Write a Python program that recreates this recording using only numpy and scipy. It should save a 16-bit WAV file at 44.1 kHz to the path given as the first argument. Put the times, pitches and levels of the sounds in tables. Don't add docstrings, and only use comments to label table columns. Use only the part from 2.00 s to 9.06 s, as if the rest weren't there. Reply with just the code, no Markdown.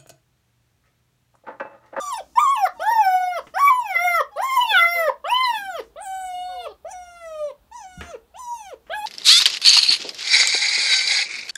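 import sys
import numpy as np
from scipy import signal
from scipy.fft import rfft, irfft, next_fast_len
from scipy.io import wavfile
from scipy.ndimage import uniform_filter1d

SR = 44100
rng = np.random.default_rng(int(sys.argv[2]) if len(sys.argv) > 2 else 0)


def persist_wave(psi):
    counts = np.round(np.clip(psi, -1, 1) * 32767).astype(np.int16)
    wavfile.write(sys.argv[1], SR, np.atleast_2d(counts).T)


N = 311346
TIME_S = np.arange(N) / SR

# (time [s], pitch before the final break [Hz], fundamental [dB],
# low overtones [dB], mouth resonance [Hz], treble [dB])
WHINES = [
    [(0.0, 1194, -29, -48, 4900, -35.5), (0.099, 1149, -29.5, -51.5, 2550, -42.5),
     (0.149, 913, -24.5, -40.5, 2590, -44.5), (0.174, 898, -39, -50.5, 2380, -45),
     (0.215, 734, -32, -52, 1560, -63)],
    [(0.354, 884, -36.5, -37, 2220, -38), (0.378, 911, -14, -34, 2300, -44),
     (0.398, 1197, -17.5, -25.5, 2830, -51.5), (0.428, 1216, -18, -44.5, 3280, -43),
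     (0.473, 1060, -13, -37, 2530, -53), (0.513, 1115, -18.5, -38, 2540, -50),
     (0.543, 1097, -14, -42, 2590, -50), (0.578, 875, -26, -28.5, 2710, -47),
     (0.643, 771, -17.5, -42.5, 1800, -42), (0.679, 753, -26.5, -15.5, 1350, -49)],
    [(0.795, 569, -27.5, -29.5, 1100, -50), (0.849, 808, -24.5, -27.5, 1300, -50),
     (0.919, 944, -14.5, -25.5, 1170, -47.5), (1.009, 858, -13.5, -37.5, 2000, -51.5),
     (1.044, 775, -22.5, -28.5, 1630, -41), (1.104, 742.4, -17.5, -29, 1480, -48.5),
     (1.21, 734, -20.5, -36, 1780, -51.5), (1.309, 724.4, -22, -35, 2030, -54.5),
     (1.379, 697, -27.5, -26.5, 1380, -53.5), (1.4, 628, -28.5, -23.5, 1450, -58)],
    [(1.538, 592, -32, -35, 1294, -49), (1.577, 789, -25.5, -28.5, 1360, -49),
     (1.597, 1120, -18.5, -34.5, 2100, -43), (1.697, 1146, -12, -21.5, 1900, -39.5),
     (1.712, 1020, -14, -39, 2070, -48.5), (1.792, 993, -22, -47, 2880, -47.5),
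     (1.842, 889, -33, -43, 2380, -57.5), (1.905, 760, -28.5, -31, 2040, -48.5),
     (1.967, 673.3, -38, -20.5, 1920, -53), (2.052, 721, -14, -21, 2080, -40),
     (2.162, 682, -31, -20.5, 1670, -40.5), (2.218, 676, -20, -18.5, 1350, -55)],
    [(2.358, 516, -40.5, -41, 903, -41), (2.382, 624.5, -22.5, -30, 1290, -58),
     (2.442, 1043, -22, -37, 2270, -37.5), (2.478, 1083, -25.5, -31.5, 2170, -53),
     (2.512, 1042, -24, -30.5, 2014, -40.5), (2.552, 1076, -20.5, -30, 1850, -38.5),
     (2.587, 967, -13.5, -37, 2420, -39), (2.622, 997, -19, -15.5, 3580, -46),
     (2.662, 913, -26.5, -45, 2970, -47), (2.712, 868, -23, -25.5, 2520, -44.5),
     (2.747, 767.6, -28.5, -14, 1317, -46), (2.792, 680, -32.5, -14, 1370, -39.5),
     (2.86, 684.6, -29.5, -18.5, 1840, -40), (2.952, 694.4, -29.5, -20.5, 2120, -38.5),
     (3.087, 622, -18, -24.5, 1227, -51.5), (3.104, 645, -29, -21, 1574, -57)],
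    [(3.241, 512, -32, -27.5, 945, -67), (3.315, 954, -17, -33.5, 2500, -42.5),
     (3.36, 1016, -21, -20, 3280, -48.5), (3.43, 1038, -22.5, -23.5, 2200, -46),
     (3.485, 972, -20, -28.5, 2240, -43), (3.525, 913, -20, -33.5, 2240, -47),
     (3.59, 819, -38, -27, 1550, -49), (3.695, 757, -34, -43, 1430, -55.5),
     (3.765, 650, -32, -32.5, 1200, -53), (3.815, 513, -31.5, -36.5, 1010, -59)],
    [(3.958, 535, -36.5, -44, 850, -90.5), (4.027, 865, -37, -53.5, 1990, -56),
     (4.067, 766.5, -33.5, -44.5, 1610, -49.5), (4.187, 757, -35, -41.5, 1380, -51.5),
     (4.347, 721.8, -30, -49, 2100, -52.5), (4.527, 733, -32, -48.5, 1600, -58),
     (4.592, 721.6, -29.5, -49, 1940, -63), (4.647, 701, -36.5, -44.5, 1320, -55),
     (4.679, 650, -23, -36.5, 1156, -63)],
    [(4.846, 581, -34, -50, 1040, -86.5), (4.915, 884, -40.5, -53, 2150, -45.5),
     (4.935, 736, -36, -48, 1870, -59), (5.08, 706, -38.5, -50.5, 1520, -60),
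     (5.195, 684, -51.5, -41, 1320, -61.5), (5.26, 656, -36.5, -47.5, 1760, -55.5),
     (5.345, 622.4, -31, -40.5, 1010, -60.5), (5.455, 592, -25.5, -46, 1020, -59.5),
     (5.519, 602, -40, -43, 1100, -74)],
    [(5.713, 861, -45.5, -57, 2020, -63.5), (5.762, 993, -36.5, -54.5, 2090, -55.5),
     (5.852, 754, -43.5, -53.5, 1880, -65), (5.977, 720, -54, -49.5, 1440, -58),
     (6.112, 687, -41.5, -45.5, 1360, -58.5), (6.147, 566, -32, -49, 1040, -72),
     (6.165, 554, -33.5, -36, 1240, -77)],
    [(6.34, 614, -44.5, -51, 1264, -81.5), (6.394, 1030, -38, -59, 2330, -49),
     (6.46, 962, -37, -61.5, 2170, -55), (6.534, 950, -28, -67, 2010, -53.5),
     (6.554, 945, -38, -55, 2940, -50.5), (6.699, 730, -45, -49, 1810, -59),
     (6.734, 582, -31.5, -50, 1073, -74.5), (6.749, 594, -33.5, -56, 1240, -75)],
    [(6.896, 569, -26, -38, 1270, -70.5), (6.945, 836, -32, -31, 1660, -57.5),
     (6.98, 859, -27.5, -52, 1910, -49), (7.02, 822, -34, -41, 2190, -57),
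     (7.06, 881, -19.5, -42.5, 2300, -52)],
]
# (mouth, throat ring [dB], nose over treble [dB], sheen over treble [dB],
# nose resonance at rest pitch if open, else fixed [Hz], hoarseness [1], final break [0-1])
POSTURES = [("open", -45, 0.87, -8, 5040, .012, .3), ("open", -53.5, -2, -4.5, 5600, 0.0053, 0.31),
            ("open", -51.5, 3.2, -2, 5700, 0.0088, .3), ("open", -54, 0.86, -1.3, 5900, 0.0064, .3),
            ("open", -54, 0, -2, 5700, 0.0059, .3), ("open", -50.5, 0, -3.5, 7900, 0.0037, 0.35),
            ("shut", -50, 0.65, -4, 8670, 0.0048, 0.2), ("shut", -55, 4.7, -10, 5700, 0.011, .3),
            ("shut", -52.5, 6.4, -11, 6500, 0.0078, .3), ("shut", -48, 4.8, -3, 6400, .012, .3),
            ("open", -45, -1, 3, 7700, 0.026, 0)]
# (frequency [Hz], level [dB])
OPEN_HEAD = [(2000, 9), (2600, -0.5), (3300, 6.5), (4300, -8), (5000, -8.5), (5500, 15.5), (6250, -6.5),
             (7250, 5.5), (8200, -8), (9800, 8.5), (11300, 13), (12400, 3.5), (14000, 20.5), (15600, 4.5)]
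SHUT_HEAD = [(2400, 16), (3600, 9.5), (4500, 1.5), (5100, -2.5), (5700, 14), (6400, 11), (6900, 10),
             (9500, 12.5), (10400, -3.5), (11500, -1.5), (13000, -4.5), (15500, -12)]
# (centre [s], length [s], ring [dB])
YELPS = [(2.622, 0.034, -38.5), (2.717, 0.06, -17.5), (2.777, 0.053, -20.5), (3.451, 0.035, -23.5),
         (3.555, 0.039, -29), (4.416, 0.26, -42.5), (4.615, 0.13, -44)]
# (start [s], end [s], start pitch [Hz], end pitch [Hz],
# level [dB], its octave over it [dB])
SQUEALS = [(.0, 0.168, 6700, 7830, -43, -19), (0.373, 0.426, 8300, 7000, -37.5, -4),
           (0.388, 0.514, 7160, 7380, -36.5, -17), (0.48, 0.579, 8200, 9500, -45, -14),
           (1.57, 1.71, 7000, 7470, -52, -13), (2.428, 2.59, 7180, 7080, -45, -9),
           (4.005, 4.084, 8970, 7270, -40.5, -8), (4.048, 4.31, 7560, 8000, -47.5, -31),
           (4.896, 4.947, 7660, 6400, -49.5, -17.5), (5.735, 5.87, 6070, 6070, -49.5, -27.5),
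           (6.358, 6.567, 6180, 5880, -53, -22)]
# (frequency [Hz], level [dB])
RASP_COLOUR = [(500, -22.5), (1200, -2), (2000, -6), (3500, -4), (4600, -7.5), (5900, 4), (6600, -14.5),
               (7400, -13), (8200, -7), (9700, 3), (11500, -4.5), (12700, -8.5), (14300, -7.5),
               (15700, -13.5)]
# (start [s], end [s], start pitch [Hz], end pitch [Hz], break [0-1], start [dB], end [dB])
WHIMPERS = [(0, 0.125, 750, 713, 0, -39.5, -48.5), (.75, 0.922, 945, 783, 0.46, -38, -45),
            (1.73, 1.965, 715, 690, 0.32, -57.5, -41.5), (2.305, 2.733, 835, 745, 0.51, -41, -47),
            (2.94, 3.185, 515, 550, 0.02, -32, -67), (4.47, 4.729, 575, 411, 0.08, -46, -41.5)]
# (frequency [Hz], level [dB])
WHIMPER_VOICE = [(400, -9), (900, 5), (1400, -4.5), (2200, -30), (3500, -8.5), (4500, -13.5), (9000, -36.5),
                 (15000, -41)]
# (centre [s], length [s], level [dB])
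SHUFFLES = [(0, 0.02, -42.5), (0.29, 0.27, -58), (0.787, 0.13, -59), (1.473, 0.13, -58), (2.97, 0.11, -59),
            (3.601, 0.21, -55.5), (3.825, 0.14, -59), (4.39, 0.11, -59.5), (6.031, 0.23, -59.5),
            (7.026, .3, -61.5)]
# (frequency [Hz], level [dB])
STRAW_COLOUR = [(90, -13), (170, 1), (320, 8), (700, -36.5), (2000, -27.5), (6000, -9.5), (15000, -28)]
# (frequency [Hz], density [dB per Hz])
AIR_COLOUR = [(25, -27), (60, -7), (200, -4.5), (500, -13), (800, -8), (1400, -15), (2000, -20.5),
              (3500, -19), (6000, -27), (10000, -27), (15500, -23)]
# (time [s], level [dB])
RUMBLE_LEVEL = [(0, -64.5), (3.5, -68.5), (3.9, -58), (7.06, -62.5)]
# (time [s], level [dB], pitch [Hz], T60 [s])
BUMPS = [(1.469, -55, 129, .15), (5.975, -35.5, 171.7, 0.13), (5.987, -36, 75, 0.22)]
# (time [s], level [dB], T60 [s])
KNOCKS = [(1.469, -39, 0.079), (6.0092, -27, 0.086), (6.022, -37, 0.31), (6.867, -51.5, 0.69)]
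# (frequency [Hz], level [dB])
BOARD_COLOUR = [(100, 7), (400, 8), (800, 4), (1400, 8), (2000, 5), (3000, 1), (4200, -13), (8000, -18.5),
                (15000, -58)]
# (delay [ms], level [dB])
ECHOES = [(3.9, -20), (5.9, -35), (9.1, -17), (13.5, -20)]
# (frequency [Hz], T60 [s])
ROOM_T60 = [(200, 0.52), (700, 0.14), (1500, 0.2), (4000, 0.13), (9000, 0.15), (15000, 0.016)]
# (frequency [Hz], level [dB])
ROOM_COLOUR = [(200, -6.5), (600, -1), (1000, 1.5), (2000, -1), (5000, 5.5), (9000, -6.5), (15000, -9.5)]

EDGE_HZ = 15750
REST_HZ, REST_DB = 800, -40
NOSE_GLIDE = 0.63
MOUTH_DB = 32.5
RING_SHARE = 0.54
RING_TILT_DB, RING_RISE_DB = -5, 1
SHEEN_SHARE = 0.12
SCOOP_S, SCOOP_DB, SCOOP_RING_DB = 0.04, -9.5, 0.5
BREAK_S = 0.018
BREAK_DULL_DB = -1.5
BREAK_SWELL_DB = 41
SHUT_FLUTTER, SHUT_RASP_DB = 0.64, -3
CLIMB_DB = 4.5
ENTRY_S = 0.0016
STRAIN_HOARSE = 0.034
AIR_DB, STIR_DB = -61.5, -82


def amp(db):
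    return 10 ** (np.asarray(db) / 20)


def unit(x):
    return x / np.sqrt(np.mean(x ** 2) + 1e-20)


def read(points, hz):
    f, value = np.transpose(points)
    return np.interp(np.log(hz + 1), np.log(f), value)


def add(mix, start_s, sound):
    part = mix[max(round(start_s * SR), 0):][:len(sound)]
    part += sound[:len(part)]


def colour(x, points):
    size = next_fast_len(len(x))
    gain = amp(read(points, np.fft.rfftfreq(size, 1 / SR)))
    return irfft(rfft(x, size) * gain, size)[:len(x)]


def waver(size, hz):
    at = np.arange(size) * hz / SR
    return np.interp(at, np.arange(size // 8), rng.standard_normal(size // 8))


def fuzz(size, hz):
    real = unit(waver(size, hz))
    imaginary = unit(waver(size, hz))
    return np.sqrt(0.5) * (real + 1j * imaginary)


def gate(t, rise_s, fall_s):
    ramp = np.minimum((t - t[0]) / rise_s, (t[-1] - t) / fall_s)
    return np.sin(np.pi / 2 * np.clip(ramp, 0, 1)) ** 2


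def hump(t, centre_s, length_s):
    return np.exp(-(2 * (t - centre_s) / length_s) ** 2)


def breaking(t):
    return np.exp((t - t[-1]) / BREAK_S)


def mouth(hz, mouth_hz):
    octaves_off = np.log2(np.array([2 * hz, 3 * hz]) / mouth_hz)
    gains = amp(-MOUTH_DB * octaves_off ** 2)
    return gains / np.linalg.norm(gains, axis=0)


def upper_bands(t, hz, overtones_db, treble_db, ring_db, nose_db, sheen_db):
    pressed_db = overtones_db - REST_DB
    scoop = np.exp((t[0] - t) / SCOOP_S)
    ring = ring_db + RING_SHARE * pressed_db + RING_TILT_DB * np.log2(hz / REST_HZ)
    ring = ring + RING_RISE_DB * np.linspace(-0.5, 0.5, len(t)) + SCOOP_RING_DB * scoop
    yelps = sum(amp(db) * hump(t, centre_s, length_s) for centre_s, length_s, db in YELPS)
    ring = 20 * np.log10(np.hypot(amp(ring), yelps))
    sheen = treble_db + sheen_db + SHEEN_SHARE * pressed_db
    sheen = sheen + SCOOP_DB * scoop + BREAK_DULL_DB * breaking(t)
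    return ring, treble_db + nose_db, sheen


def head(f, spectrum, ring_db, nasal_db, sheen_db, nose_hz, climb_db, ring_top_hz=5000,
         nose_top_hz=10300, nose_width_hz=650, nose_boost_db=9, yelp_db=-39, yelp_range_db=12,
         throat_hz=3100, throat_width_hz=900, focus_db=20):
    nose_peak_db = nose_boost_db / (1 + ((f - nose_hz) / nose_width_hz) ** 2)
    shape = amp(read(spectrum, f) + nose_peak_db) * (f < EDGE_HZ + 500)
    above_ring = 0.5 + 0.5 * np.tanh((f - ring_top_hz) / 200)
    above_nose = 0.5 + 0.5 * np.tanh((f - nose_top_hz) / 200)
    yelp = np.clip((ring_db - yelp_db) / yelp_range_db, 0, 1)
    focus = focus_db * yelp / (1 + ((f - throat_hz) / throat_width_hz) ** 2)
    throat = amp(focus + climb_db * np.log2(f / throat_hz))
    zones = shape * throat * (1 - above_ring), shape * (above_ring - above_nose), shape * above_nose
    levels_db = ring_db, nasal_db, sheen_db
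    return [amp(db) * zone / (np.linalg.norm(zone, axis=0) + 0.15) for db, zone in zip(levels_db, zones)]


def squeal(t, phase, width_hz=220, wander=0.0033, sideband=0.41, second_sideband=0.083, ramp_s=0.023):
    out = np.zeros(len(t))
    chop = unit(1 + 2 * sideband * np.cos(phase) + 2 * second_sideband * np.cos(2 * phase))
    for start, end, start_hz, end_hz, db, octave_db in SQUEALS:
        if t[0] < (start + end) / 2 < t[-1]:
            hz = np.interp(t, [start, end], [start_hz, end_hz]) * (1 + wander * waver(len(t), 90))
            turn = np.exp(2j * np.pi * np.cumsum(hz) / SR)
            tone = (turn + amp(octave_db) * turn ** 2) * (1 + fuzz(len(t), width_hz))
            envelope = np.clip(np.minimum(t - start, end - t) / ramp_s, 0, 1)
            out += amp(db) * tone.real * chop * envelope
    return out


def rasp(phase, treble_db, strain, level_db=-11.5, strained_db=7, puff=0.64):
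    puffs = rng.standard_normal(len(phase)) * (1 + puff * np.cos(phase))
    return amp(treble_db + level_db + strained_db * strain) * unit(colour(puffs, RASP_COLOUR))


def whine(rows, posture, tremor=0.0017, jitter=0.0016, swoop_jitter=0.021, swoop_rate=4.6,
          flutter_db=4.5, swoop_flutter_db=3.5, flutter_hz=70, swoop_hoarse=0.018, strain_db=-2,
          rise_s=0.0016, fall_s=0.0073, fundamental_db=1.9, overtone_db=0.62, count=30):
    time_s, *columns = np.transpose(rows)
    t = np.arange(time_s[0], time_s[-1], 1 / SR)
    size = len(t)
    hz, first_db, overtones_db, mouth_hz, treble_db = (np.interp(t, time_s, c) for c in columns)
    opening, *band_db, nose_hz, hoarse, collapse = posture
    is_open = opening == "open"
    overtone_gains = amp(overtones_db + overtone_db) * mouth(hz, mouth_hz)
    lower = np.vstack([amp(first_db + fundamental_db), overtone_gains])
    ring, nasal, sheen = upper_bands(t, hz, overtones_db, treble_db, *band_db)
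    nose_hz = nose_hz * (hz / REST_HZ) ** (NOSE_GLIDE * is_open)

    hz = uniform_filter1d(hz * (1 - collapse * breaking(t)), 300, mode="nearest")
    glide_rate = abs(np.gradient(np.log(hz))) * SR
    swoop = np.tanh(uniform_filter1d(glide_rate, 600) / swoop_rate) ** 2
    strain = np.clip((hz - 900) / 250, 0, 1)
    hz = hz * (1 + tremor * waver(size, 60) + (jitter + swoop_jitter * swoop) * waver(size, 260))
    phase = 2 * np.pi * np.cumsum(hz) / SR

    slow = slice(None, None, 64)
    f = np.arange(4, count + 1)[:, None] * hz[slow]
    climb_db = np.linspace(-0.5, 0.5, f.shape[1]) * (0 if is_open else CLIMB_DB)
    upper = head(f, OPEN_HEAD if is_open else SHUT_HEAD, ring[slow], (nasal + strain_db * strain)[slow],
                 sheen[slow], nose_hz[slow], climb_db)
    gains = np.vstack([lower[:, slow], sum(upper)])

    rasp_db = (nasal + sheen) / 2 + (0 if is_open else SHUT_RASP_DB)
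    voice = squeal(t, phase) + rasp(phase, rasp_db, strain)
    flutter_depth_db = flutter_db * (1 if is_open else SHUT_FLUTTER) + swoop_flutter_db * swoop
    for k, gain in enumerate(gains, 1):
        smear = np.tanh(k * (hoarse + swoop_hoarse * swoop + STRAIN_HOARSE * strain))
        carrier = np.exp(1j * (k * phase + 2 * np.pi * rng.random()))
        line = (np.sqrt(1 - smear ** 2) + smear * fuzz(size, 650)) * carrier
        flutter = flutter_depth_db * np.tanh(k / 2) * waver(size, flutter_hz)
        beaming = np.clip((k - 4) / 5, 0, 1) * (3.5 * waver(size, 11) - 1)
        entry = 1 - np.exp((t[0] - t) / (k * ENTRY_S))
        level = np.interp(t, t[slow], gain) * amp(flutter + beaming)
        voice += np.sqrt(2) * entry * level * line.real
    return time_s[0], voice * gate(t, rise_s, fall_s)


def whimper(start, end, start_hz, end_hz, collapse, start_db, end_db, jitter=0.003,
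            overtone_db=-9, blur_hz=90, count=14):
    t = np.arange(start, end, 1 / SR)
    size = len(t)
    drop = collapse * breaking(t)
    hz = np.linspace(start_hz, end_hz, size) * (1 - drop) * (1 + jitter * waver(size, 290))
    phase = 2 * np.pi * np.cumsum(hz) / SR
    voice = np.cos(phase)
    for k in range(2, count + 1):
        line = (fuzz(size, blur_hz) * np.exp(1j * k * phase)).real
        voice += amp(read(WHIMPER_VOICE, k * hz) + overtone_db) * line
    db = np.linspace(start_db, end_db, size) + BREAK_SWELL_DB * drop
    return start, np.sqrt(2) * voice * amp(db) * gate(t, 0.034, 0.0087)


def straw(level_db=-2, snaps_per_s=60, snap_db=17):
    snaps = (rng.random(N) < snaps_per_s / SR) * rng.standard_normal(N) * amp(snap_db)
    swells = sum(amp(db) * hump(TIME_S, centre_s, length_s) for centre_s, length_s, db in SHUFFLES)
    rustle = unit(colour(rng.standard_normal(N) + snaps, STRAW_COLOUR))
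    return amp(level_db) * (amp(STIR_DB) + swells) * rustle


def background(air_db=-3, rumble_db=-2):
    # (frequency [Hz], level [dB])
    rumble_colour = [(22, -41.0), (45, -8.5), (68, 0.0), (90, -26.5), (130, -24.0), (400, -87.5)]
    rumble = unit(colour(rng.standard_normal(N), rumble_colour))
    air = unit(colour(rng.standard_normal(N), AIR_COLOUR))
    rumble_level_db = np.interp(TIME_S, *np.transpose(RUMBLE_LEVEL)) + rumble_db
    return amp(AIR_DB + air_db) * air + amp(rumble_level_db) * rumble


def pen():
    out, t = np.zeros(N), np.arange(SR // 2) / SR
    for start_s, db, hz, t60_s in BUMPS:
        attack = 1 - np.exp(-t / 0.0012)
        add(out, start_s, 2 * amp(db - 60 * t / t60_s) * np.sin(2 * np.pi * hz * t) * attack)
    for start_s, db, t60_s in KNOCKS:
        knock = unit(colour(rng.standard_normal(len(t)), BOARD_COLOUR))
        add(out, start_s, amp(db - 60 * t / t60_s) * knock)
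    return out


def room(x, wet_db=-12, delay_s=0.007):
    size = SR // 2
    taps = rng.choice([-1., 1.], size) * (rng.random(size) < 3000 / SR)
    hz, t, bands = signal.stft(taps, SR, nperseg=256)
    decay = amp(-60 * t / read(ROOM_T60, hz)[:, None])
    tail = signal.istft(bands * decay, SR, nperseg=256)[1][:size]
    tail = unit(tail) / np.sqrt(size)
    response = np.zeros(size)
    response[0] = 1
    add(response, delay_s, amp(wet_db) * colour(tail, ROOM_COLOUR))
    for delay_ms, db in ECHOES:
        add(response, delay_ms / 1000, amp([db]))
    return signal.fftconvolve(x, response)[:N]


def scene():
    near = np.zeros(N)
    for rows, posture in zip(WHINES, POSTURES):
        add(near, *whine(rows, posture))
    for row in WHIMPERS:
        add(near, *whimper(*row))
    near += pen()
    return (amp(-2.37) * room(near) + straw() + background())[None]


def record(dry):
    lowpass = signal.firwin(511, EDGE_HZ, window=("kaiser", 9), fs=SR)
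    return signal.oaconvolve(dry, lowpass[None], "same")


dry = scene()
out = record(dry)
persist_wave(out)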